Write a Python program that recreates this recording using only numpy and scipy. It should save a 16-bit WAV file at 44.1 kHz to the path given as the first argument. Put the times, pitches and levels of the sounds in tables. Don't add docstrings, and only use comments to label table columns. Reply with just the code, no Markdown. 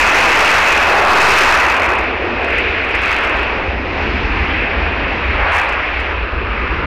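import sys
import numpy as np
from scipy import signal
from scipy.fft import rfft, irfft, next_fast_len
from scipy.io import wavfile
from scipy.ndimage import uniform_filter1d

SR = 44100
rng = np.random.default_rng(int(sys.argv[2]) if len(sys.argv) > 2 else 0)


def to_wav(s):
    ch = np.atleast_2d(s).T
    pcm = np.round(np.clip(ch, -1, 1) * 32767)
    wavfile.write(sys.argv[1], SR, pcm.astype(np.int16))


def level_to_linear(level):
    exponent = np.asarray(level, float) / 20
    return 10 ** exponent


N = 302526

LAYER_HZ = [
    70,
    155,
    350,
    720,
    1150,
    2300,
    5000,
    8500,
]


def exhaust(gains_db, patchy_db, flicker_db):
    # (pitch [Hz], level [dB per Hz])
    spectrum = [(20, -17.5), (59, 2.5), (88, -4), (110, -16), (150, -16), (250, -13.5), (490, -12),
                (900, -9.5), (2000, -14.5), (2600, -15), (3000, -25), (3660, -34), (5250, -43.5),
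                (8570, -69.5)]
    # (time [s], half length [s], gain [dB], centre [Hz])
    grass_echoes = [(.5, .1, 4, 7000), (.88, .07, 4, 7000), (5.38, .08, 4, 400), (3.45, .08, -2.5, 2200),
                    (2.75, .1, 2.5, 1500), (1.0, 0.11, -3.5, 1050), (2.05, 0.11, -2.5, 1040),
                    (2.75, 0.13, -1.5, 990), (3.75, .08, -3, 1410), (4.3, 0.16, -9, 590),
                    (4.62, 0.11, -5, 1120), (5.25, 0.062, -8.5, 710), (6.35, .15, -6, 850),
                    (6.35, 0.12, -8, 2000), (6.7, 0.16, -6, 690)]
    size = next_fast_len(N)
    hz = np.maximum(np.arange(size // 2 + 1) * SR / size, 1)
    points = np.array(spectrum)
    shape_db = np.interp(np.log(hz), np.log(points[:, 0]), points[:, 1])
    shape_db -= 160 * np.maximum(np.log2(hz / points[-1, 0]), 0)
    shape_db -= 18 * np.maximum(np.log2(points[0, 0] / hz), 0)
    noise = rfft(rng.standard_normal(size)) * level_to_linear(shape_db)

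    centres = 25 * 2 ** np.arange(0, 9, 1 / 3)
    echoes_db = eddies(grass_echoes, centres, octaves=0.18)
    out = 0
    below = drift(1.5)
    for k, centre in enumerate(centres):
        share = np.interp(np.log(hz), np.log(centres), np.arange(len(centres)) == k)
        place = np.interp(np.log(centre), np.log(LAYER_HZ), np.arange(len(LAYER_HZ)))
        low = min(int(place), len(LAYER_HZ) - 2)
        gain_db = gains_db[low] + (place - low) * (gains_db[low + 1] - gains_db[low])
        above = drift(3.64)
        gain_db = gain_db + echoes_db[k] + patchy_db * (below + above) + flicker_db * drift(11)
        out = out + level_to_linear(gain_db) * irfft(noise * share, size)[:N]
        below = above
    return out


def fan(upper_db):
    # (time [s], pitch [Hz], level against the upper roar [dB])
    whine = [(0, 2585, -14), (.8, 2572, -11), (1.5, 2555, -14), (2.4, 2535, -15), (3, 2520, -19),
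             (3.5, 2515, -22), (6.86, 2500, -28)]
    hz, level_db = in_time(whine)
    tones = 0
    for apart_hz in (-6, 7):
        waver = level_to_linear(3.4 * drift(16))
        pitch_hz = hz + apart_hz + 4 * drift(25)
        tones = tones + waver * np.sin(2 * np.pi * np.cumsum(pitch_hz) / SR)
    return level_to_linear(upper_db + level_db) * rms_one(tones)


def eddies(rows, band_hz, octaves):
    s, half_s, gain_db, centre_hz = np.transpose(rows)[:, :, None]
    reach = np.exp(-0.5 * (np.log2(np.array(band_hz) / centre_hz) / octaves) ** 2)
    coarse = np.arange(0, N + 64, 64) / SR
    bells = gain_db * np.exp(-0.5 * ((coarse - s) / half_s) ** 2)
    bands = reach.T @ bells
    return np.array([np.interp(np.arange(N) / SR, coarse, band) for band in bands])


def drift(rate):
    r = np.exp(-80 * np.pi * rate / SR)
    slow = signal.lfilter([1], [1, -2 * r, r * r], rng.standard_normal(N // 40 + 2002))
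    slow = slow[2000:]
    return np.interp(np.arange(N) / 40, np.arange(len(slow)), rms_one(slow))


def rms_one(x):
    return x / np.sqrt(np.mean(x ** 2) + 1e-20)


def in_time(rows):
    s, *columns = np.transpose(rows)
    return [np.interp(np.arange(N) / SR, s, c) for c in columns]


def scene():
    # (time [s], level [dB], dullness as mid over upper roar [dB])
    air = [(0, -11.5, -2), (.55, -11.5, -2.5), (.77, -13, -5.5), (1.07, -12, 6.5), (1.3, -8, 1.5),
           (1.55, -11, 2.5), (1.93, -16, 2), (2.16, -23, -3.5), (2.42, -21, -3.5), (2.72, -22, -11.5),
           (3.1, -15.5, -2.5), (3.42, -19, -2.5), (3.8, -25.5, -4), (4.13, -22, -4), (5.0, -22, -2.5),
           (5.58, -16, -2.5), (5.9, -21, -5.5), (6.86, -20.5, 3.8)]
    # (time [s], half length [s], gain [dB], centre [Hz])
    big_eddies = [(.5, 0.18, 5, 155), (.5, 0.21, 5, 715), (0.644, 0.22, -3, 349), (0.483, 0.047, 8.5, 6570),
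                  (1.007, 0.16, 4, 555), (1.3, 0.23, 5, 350), (1.4, 0.07, 4.5, 5020),
                  (1.458, 0.24, -6.5, 156), (1.904, .12, -1.5, 5000), (2.35, 0.18, 4, 354),
                  (2.554, 0.046, 5.5, 2350), (3.1, 0.12, -5, 720), (2.854, 0.079, -6, 5500),
                  (4.1, 0.35, 4.5, 6500), (4.303, .4, 10.5, 155), (4.292, 0.09, -3.5, 2000),
                  (4.576, 0.26, 4, 2310), (4.698, .15, 0.5, 5000), (5.1, .1, 5.5, 155),
                  (6.7, .15, 0.5, 59.6), (5.173, 0.044, -0.5, 1150), (5.337, 0.044, 1, 300),
                  (5.595, .12, 5.5, 720), (5.5, 0.19, 2, 8500), (5.605, 0.19, -4, 5120),
                  (5.683, 0.21, -8.5, 293), (6.116, 0.13, -4.5, 155), (6.303, 0.16, -8.5, 7500),
                  (5.56, 0.038, 3, 1790), (6.5, 0.65, -4, 732), (6.838, 0.17, 7, 155)]
    # (time [s], half length [s], gain [dB])
    surges = [(0.049, 0.11, 5.5), (3.05, 0.069, -1), (3.423, 0.042, 3), (3.65, 0.078, 1), (4.244, 0.22, 4),
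              (4.43, 0.016, 7), (4.82, .12, 0.5), (5.34, 0.067, 6.5), (5.424, .05, 6.5), (5.66, 0.031, -6),
              (5.872, .05, -8.5), (5.97, 0.033, 3.5), (6.296, .025, -9), (6.393, .05, 7)]
    t = np.arange(N) / SR
    carried_db, dull_db = in_time(air)
    rumble_db = -30.5 + 1.5 * t
    low_db = -18 - 0.3955 * t
    mid_db = carried_db + dull_db / 2 - 1.75
    upper_db = carried_db - dull_db / 2
    dip_db = (rumble_db + low_db) / 2 - 6.5
    shadow_db = (low_db + mid_db) / 2 - 2
    hiss_db = upper_db + 0.65
    top_db = upper_db - 1.8 * t

    rumble_surges = [(*row, LAYER_HZ[0]) for row in surges]
    passing_db = eddies(big_eddies + rumble_surges, LAYER_HZ, octaves=0.53)
    gains_db = passing_db + [rumble_db, dip_db, low_db, shadow_db, mid_db, upper_db, hiss_db, top_db]
    roar = level_to_linear(25.5) * exhaust(gains_db, patchy_db=0.44, flicker_db=0.97)
    return (roar + fan(upper_db))[None]


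def ceiling():
    # (start [s], length [s], ceiling [dB])
    overloads = [(0, 2.04, -7.6), (2.42, .06, -7.6), (2.48, .12, -5.6), (2.84, .06, -8.5),
                 (2.95, .05, -6.2), (3.0, .26, -7.4), (3.26, .27, -6.1), (5.525, .115, -7.5),
                 (5.64, .11, -6.9), (6.0, .004, -9.6)]
    open_db, attack_db_per_s, recover_db_per_s = -1, 250, 90
    t = np.arange(N) / SR
    held_db = []
    for s, length, db in overloads:
        before_db = attack_db_per_s * (s - t)
        after_db = recover_db_per_s * (t - s - length)
        held_db.append(db + np.maximum(np.maximum(before_db, after_db), 0))
    return level_to_linear(np.minimum(np.min(held_db, axis=0), open_db))


def roll_off(x):
    return signal.sosfilt(signal.butter(12, 15750, fs=SR, output="sos"), x)


def record(dry):
    top, knee = ceiling(), 22
    clipped = dry / (1 + (np.abs(dry) / top) ** knee) ** (1 / knee)
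    overload = uniform_filter1d(uniform_filter1d(np.abs(dry - clipped), size=3000), size=2200)
    sagging = clipped - 0.9 * (overload - overload.mean())
    presence = 0.16
    bright = signal.lfilter([1 + presence, -presence], [1], sagging)
    cut = signal.sosfilt(signal.cheby2(14, 50, 16100, fs=SR, output="sos"), bright)
    soft_end = np.sin(np.pi / 2 * np.minimum(np.arange(N)[::-1] / 200, 1)) ** 2
    return roll_off(cut * soft_end)


dry = scene()
out = record(dry)
to_wav(out)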